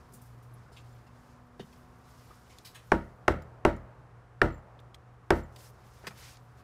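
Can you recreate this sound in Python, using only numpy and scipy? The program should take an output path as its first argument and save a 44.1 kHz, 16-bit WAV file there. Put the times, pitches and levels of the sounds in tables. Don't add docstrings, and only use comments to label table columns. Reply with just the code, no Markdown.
import sys
import numpy as np
from scipy import signal
from scipy.fft import rfft, irfft
from scipy.io import wavfile
from scipy.ndimage import uniform_filter1d

SR = 44100
rng = np.random.default_rng(int(sys.argv[2]) if len(sys.argv) > 2 else 0)


def bounce(signal):
    frames = np.transpose(np.atleast_2d(signal))
    limited = np.clip(frames, -1, 1)
    pcm = np.round(limited * 32767).astype(np.int16)
    wavfile.write(sys.argv[1], SR, pcm)


N = 292716

# start_s, level_db, knuckle_gap_s, snap_centre_hz, snap_db, crack_db, panel_ring_db,
# door_thud_db, push_db, crack_tilt_db_per_octave (the part levels are relative to level_db)
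KNOCKS = [(2.9182, -6.5, 0.0013, 1040, 0.5, -18, -15.5, -15.5, -3.5, 1),
          (3.2798, -5, 0.0014, 1020, -1, -14.5, -24.5, -14, -9.5, 0),
          (3.65, -5, 0.0014, 720, -2, -13.5, -16, -16.5, -6, -1),
          (4.4161, -5, 0.000646, 1654, -2, -9.5, -18, -13, -10, -3),
          (5.3046, -6, 0.0013, 940, -2.5, -10, -15, -14, -8, 0.5)]


def from_db(db):
    return 10 ** (np.asarray(db) / 20)


def tilt_db(hz, slope_db, pivot_hz):
    return slope_db * np.log2(hz / pivot_hz)


def rms_one(x):
    return x / np.sqrt(np.mean(x ** 2) + 1e-20)


def in_time(rows):
    s, *columns = np.transpose(rows)
    return [np.interp(np.arange(N) / SR, s, c) for c in columns]


def at_hz(points, hz):
    point_hz, values = np.transpose(points)
    return np.interp(np.log(hz), np.log(point_hz), values)


def lumps(size, width):
    return rms_one(uniform_filter1d(rng.standard_normal(size), max(round(width), 2)))


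def drift(rate_hz):
    step, settle = 40, 2000
    r = np.exp(-2 * np.pi * rate_hz * step / SR)
    noise = rng.standard_normal(N // step + settle + 2)
    slow = signal.lfilter([1], [1, -2 * r, r * r], noise)[settle:]
    return np.interp(np.arange(N) / step, np.arange(len(slow)), rms_one(slow))


def modes(table, size, spread_db):
    hz, db, t60 = np.transpose(table)[:, :, None]
    t = np.arange(size) / SR
    strength = from_db(db + spread_db * rng.standard_normal(hz.shape))
    signs = (-1) ** np.arange(len(hz))[:, None]
    return signs * strength * from_db(-60 * t / t60) * np.sin(2 * np.pi * hz * t)


def coloured(spectrum, size, peaky_db=0):
    hz = np.maximum(np.arange(size // 2 + 1) * SR / size, 1)
    peak_width_hz = 300
    peaks_db = peaky_db * lumps(len(hz), peak_width_hz * size / SR) if peaky_db else 0
    gain = from_db(at_hz(spectrum, hz) + peaks_db)
    return rms_one(irfft(rfft(rng.standard_normal(size)) * gain, size))


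def add(out, s, sound):
    i = round(s * SR)
    out[i:i + len(sound)] += sound[:N - i]


def knocks():
    # frequency_hz, relative_db, t60_s
    door_modes = [(46.1, -8.5, 0.39), (60.9, -11, 0.16), (78, -11, 0.45), (94, -16.5, 0.25),
                  (118.8, -13, 0.34), (150.4, -16.5, 0.47), (188.7, -18.5, 0.47), (221, -15.5, 0.43),
                  (250, -14.5, 0.14), (319.4, -1.5, 0.22), (338.7, -4.5, 0.23), (351, -7, 0.163),
                  (380, -1, 0.15), (497.6, -6, 0.084), (588, -4, 0.19), (559.7, -11.5, 0.072),
                  (662, -15, 0.29), (721, -11.5, 0.17), (859, -11.5, 0.19), (937, -8.5, 0.24),
                  (1390, -10, 0.04)]
    # frequency_hz, relative_db, t60_s
    spot_modes = [(417.5, -5.5, 0.076), (614, -6.5, 0.0165), (1036, 1, 0.016), (1210, 3, 0.007),
                  (1826, 1, 0.012), (2650, -8, 0.012), (3205, -32, 0.0016), (5760, -22, 0.005)]
    # frequency_hz, t60_s
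    push_hz, push_t60 = (350, .022)
    knuckles_db = (-2, 1, 1)
    # frequency_hz, relative_db (per Hz)
    crack_spectrum = [(1500, 6), (3000, 8.5), (4200, 0.5), (5600, 2), (7000, -8), (9000, -8.5),
                      (16000, -22.5)]
    tail_db = -10
    bending = .045

    out, size = np.zeros(N), 32768
    hz, t = np.arange(size // 2 + 1) * SR / size, np.arange(size) / SR
    delay = bending / np.sqrt(np.clip(hz, 40, 2500)) - bending / np.sqrt(2500)
    dispersion = np.exp(-2j * np.pi * np.cumsum(delay) * SR / size)
    travel = dispersion / (1 + 1j * hz / 4000) ** 2
    whole_door = np.array(door_modes)[:, 0] < 200
    spot_hz = np.array(spot_modes)[:, 0]
    fade = np.clip((.7 - t) / .3, 0, 1)
    for s, db, gap, snap_hz, snap_db, crack_db, ring_db, thud_db, push_db, slope_db in KNOCKS:
        door = from_db(np.where(whole_door, thud_db, ring_db)) @ modes(door_modes, size, 2.0)
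        door += modes([(push_hz, push_db, push_t60)], size, 0)[0]
        favour_db = np.maximum(-7.0 * np.log2(spot_hz / snap_hz) ** 2, -9.0)
        spot = from_db(snap_db + favour_db) @ modes(spot_modes, size, 1.0)
        hand = sum(from_db(k_db) * np.exp(-2j * np.pi * hz * gap * k) for k, k_db in enumerate(knuckles_db))
        blow = irfft((rfft(door) + hand * rfft(spot)) * travel, size)
        tilted = [(f, level_db + tilt_db(f, slope_db, 4000)) for f, level_db in crack_spectrum]
        crack_envelope = from_db(crack_db - 60 * t / .014) * (1 - np.exp(-t / .0006))
        crack = coloured(tilted, size) * crack_envelope
        tail = from_db(tail_db) * porch_tail(size)
        add(out, s, from_db(db) * fade * (blow + crack + tail))
    return out


def porch_tail(size):
    # frequency_hz, relative_db (per Hz)
    porch_spectrum = [(120, -33.5), (200, -16), (330, -18.5), (600, -18), (800, -24.5), (1050, -27.5),
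                      (1400, -24), (2000, -35), (2800, -44.5), (5000, -53.5), (9000, -62), (16000, -73)]
    # frequency_hz, t60_s
    porch_decay = [(200, 0.28), (500, 0.25), (1000, 0.22), (2000, 0.29), (3500, 0.26), (7000, 0.24),
                   (13500, 0.232)]
    t, noise, out = np.arange(size) / SR, coloured(porch_spectrum, size), 0
    edges = 150 * 2 ** np.arange(0, 7.1, .5)
    for low, high in zip(edges, edges[1:]):
        band = signal.sosfilt(signal.butter(2, [low, high], "band", fs=SR, output="sos"), noise)
        out = out + band * from_db(-60 * t / at_hz(porch_decay, np.sqrt(low * high)))
    build_up = 1 - np.exp(-t / .003)
    return out * build_up * from_db(1.5 * lumps(size, .006 * SR))


def far_echo():
    # frequency_hz, relative_db (per Hz)
    echo_spectrum = [(100, -17.5), (300, 2), (600, 8.5), (1200, 0), (2200, -14), (4000, -37)]
    echo_db, rise_s, t60_s = -44.5, .1, 1.56
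    power = 0
    for s, db, *_ in KNOCKS:
        t = np.maximum(np.arange(N) / SR - s, 0)
        envelope = from_db(db + echo_db - 60 * t / t60_s) * (1 - np.exp(-t / rise_s))
        power = power + envelope ** 2
    return np.sqrt(power) * coloured(echo_spectrum, N)


def scuffs():
    # start_s, level_db, centre_hz, t60_s, fall_above_centre_db_per_octave
    tick_rows = [(0.123, -57, 9000, 0.028, -1), (0.133, -51.5, 9600, 0.14, 0),
                 (0.215, -57.5, 10100, 0.1, 2), (.422, -68.5, 12000, 0.2, 0), (0.719, -63, 5800, 0.22, -10),
                 (.764, -51.5, 3600, .13, -13), (1.065, -64.5, 3500, 0.12, -7.5),
                 (1.594, -48.5, 3030, 0.12, -13.5), (1.725, -61.5, 3100, 0.081, -7),
                 (2.304, -55.5, 1020, 0.16, -13), (2.497, -58.5, 3550, 0.22, -9.5),
                 (2.585, -47, 4930, 0.022, -13), (2.647, -47.5, 4200, 0.21, -7.5),
                 (2.745, -48.5, 2220, 0.19, -6.5), (3.421, -56.5, 6000, 0.018, -7),
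                 (3.763, -61.5, 6900, 0.034, -10), (4.79, -57, 3300, 0.04, -20),
                 (4.8, -61.5, 4030, 0.023, -4), (4.944, -47, 3770, 0.032, -9.5),
                 (5.56, -47.5, 3530, 0.04, -9.5), (5.604, -55, 3540, 0.037, -8),
                 (6.038, -49.5, 1440, 0.19, -18), (6.068, -34.5, 1800, 0.068, -8),
                 (6.105, -47, 1510, 0.093, -12.5), (6.357, -61, 5500, 0.024, -21),
                 (6.37, -52.5, 5600, 0.019, -17)]
    rise_share, hold_share = 0.02, 0.049
    out, t = np.zeros(N), np.arange(8192) / SR
    for s, db, hz, t60, fall_db in tick_rows:
        rise = 1 - np.exp(-t / (.0004 + rise_share * t60))
        decay = from_db(db - 60 * np.maximum(t / max(t60, .005) - hold_share, 0))
        envelope = rise * decay * from_db(0.79 * lumps(len(t), .0022 * SR))
        spectrum = [(hz / 6, -30), (hz / 2, -3.0), (hz, 0), (hz * 2, fall_db), (hz * 8, 3 * fall_db)]
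        add(out, s, envelope * coloured(spectrum, len(t), peaky_db=4))
    return out


def tinkles():
    # start_s, pitch_hz, level_db
    tinkle_rows = [(.535, 13100, -62), (.537, 10300, -58.5), (.78, 7150, -61), (.925, 7150, -65),
                   (3.42, 7200, -64), (4.52, 7250, -64), (4.54, 7250, -61), (4.575, 7250, -67),
                   (5.432, 7200, -60.5)]
    t60_s = 0.067
    out, t = np.zeros(N), np.arange(8192) / SR
    for s, hz, db in tinkle_rows:
        partials = [(hz * ratio, db + rel_db, t60_s) for ratio, rel_db in ((1, 0), (1.013, -3), (1.87, -9))]
        add(out, s, modes(partials, len(t), 0).sum(axis=0) * (1 - np.exp(-t / .003)))
    return out


def steps():
    # start_s, level_db, brightness_db_per_octave
    footfalls = [(0.133, -58.5, -3), (0.718, -65.5, 10), (1.597, -42, 2.5), (1.628, -50, -7.5),
                 (2.304, -59, 5.5), (6.039, -54.5, 8), (6.07, -44.5, 2.5)]
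    # frequency_hz, relative_db, t60_s
    board_modes = [(140.5, 0, 0.19), (180.6, -4.5, 0.23), (213.5, -2, 0.28), (252, 2, 0.025),
                   (395, 3.5, 0.059), (492, -2.5, 0.078), (710, 2, 0.014)]
    out, board_hz = np.zeros(N), np.array(board_modes)[:, 0]
    for s, db, slope_db in footfalls:
        gain = from_db(db + tilt_db(board_hz, slope_db, 250))
        add(out, s, gain @ modes(board_modes, 16384, 1.5))
    return out


def rustle():
    # frequency_hz, relative_db (per Hz)
    cloth_spectrum = [(700, -9), (1500, -3), (2050, -1.5), (2600, -3.5), (3500, -4), (4500, -3.5),
                      (5200, -1.5), (5800, -4), (6400, -4.5), (8000, -7), (10900, -9), (16000, -12.5)]
    # time_s, level_db
    stirring_curve = [(0, -72), (.6, -76), (1.5, -80), (1.9, -74), (2.9, -69), (3.2, -81), (3.85, -91),
                      (5.1, -87), (5.46, -78), (5.6, -77.5), (6.1, -63.5), (6.45, -75.5), (6.64, -77)]
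    # start_s, length_s, level_db, tilt_db_per_octave
    rub_rows = [(0.11, 0.26, -70, 4.5), (0.733, 0.34, -71, -1), (1.083, 0.36, -73, 0.5),
                (1.566, 0.35, -70, 0.5), (2.006, 0.51, -67, 0.5), (2.422, 0.28, -69, -1),
                (5.323, 0.1, -59.5, 0), (5.517, 0.066, -71, 0), (5.564, 0.16, -58.5, 3),
                (5.804, 0.37, -73.5, 0.5), (6.144, 0.24, -55, -2), (6.562, 0.072, -71, -3)]
    attack, release = 0.16, 0.38
    swell_db = 3
    t, hz, out = np.arange(N) / SR, np.arange(N // 2 + 1) * SR / N, 0
    strokes = []
    for s, length, db, _ in rub_rows:
        progress = (t - s) / length
        level = from_db(db + swell_db * np.clip(progress - .5, -1, 1))
        strokes.append(level * np.interp(progress, (0, attack, 1 - release, 1), (0, 1, 1, 0)))
    spectrum = rfft(coloured(cloth_spectrum, N))
    stirring = from_db(in_time(stirring_curve)[0])
    rub_tilts = np.array(rub_rows)[:, 3]
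    centres_hz = (2500, 6000, 12000)
    for k, centre_hz in enumerate(centres_hz):
        share = np.interp(hz, centres_hz, np.eye(3)[k])
        lean = from_db(tilt_db(centre_hz, rub_tilts, 6000))
        level = np.sqrt(stirring ** 2 + lean ** 2 @ np.square(strokes))
        out = out + level * from_db(1.7 * drift(29.2)) * irfft(spectrum * share, N)
    return out


def hum():
    # time_s, low_tone_db, high_tone_db
    hum_levels = [(0.0, -67, -68.5), (0.15, -55, -62), (0.55, -50.5, -70), (.7, -56, -75),
                  (0.9, -51.5, -64.5), (1.55, -64, -59.5), (2.7, -56, -70), (3.099, -53.5, -76),
                  (5.4, -55, -88), (6.64, -52.5, -72.5)]
    hum_hz = (119.6, 244)
    # frequency_hz, level_db
    overtones = [(488, -75), (732, -71)]
    t, out = np.arange(N) / SR, np.zeros(N)
    for hz, db in zip(hum_hz, in_time(hum_levels)):
        level = from_db(db + 0.67 * drift(27) + 1.9 * drift(6.8))
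        out += level * np.sin(2 * np.pi * hz * t + 0.31 * drift(2.4))
    for hz, db in overtones:
        out += from_db(db + 2 * drift(4)) * np.sin(2 * np.pi * hz * t + .5 * drift(4))
    return out


def street():
    # frequency_hz, relative_db (per Hz)
    street_spectrum = [(12, -48.5), (20, -21), (60, 1.5), (95, -3.5), (130, -3), (240, -14.5), (400, -13.5),
                       (700, -16), (1100, -13), (1600, -19.5), (2200, -28), (3500, -37), (9400, -46),
                       (16000, -59)]
    street_db = -57.5
    return from_db(street_db + .6 * drift(2)) * coloured(street_spectrum, N)


def scene():
    return (knocks() + far_echo() + scuffs() + tinkles() + steps() + rustle() + hum() + street())[None]


def record(dry):
    cutoff_hz = 16100
    rounded = .7 * np.tanh(dry / .7)
    return signal.sosfilt(signal.cheby2(12, 45, cutoff_hz, fs=SR, output="sos"), rounded)


dry = scene()
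out = record(dry)
bounce(out)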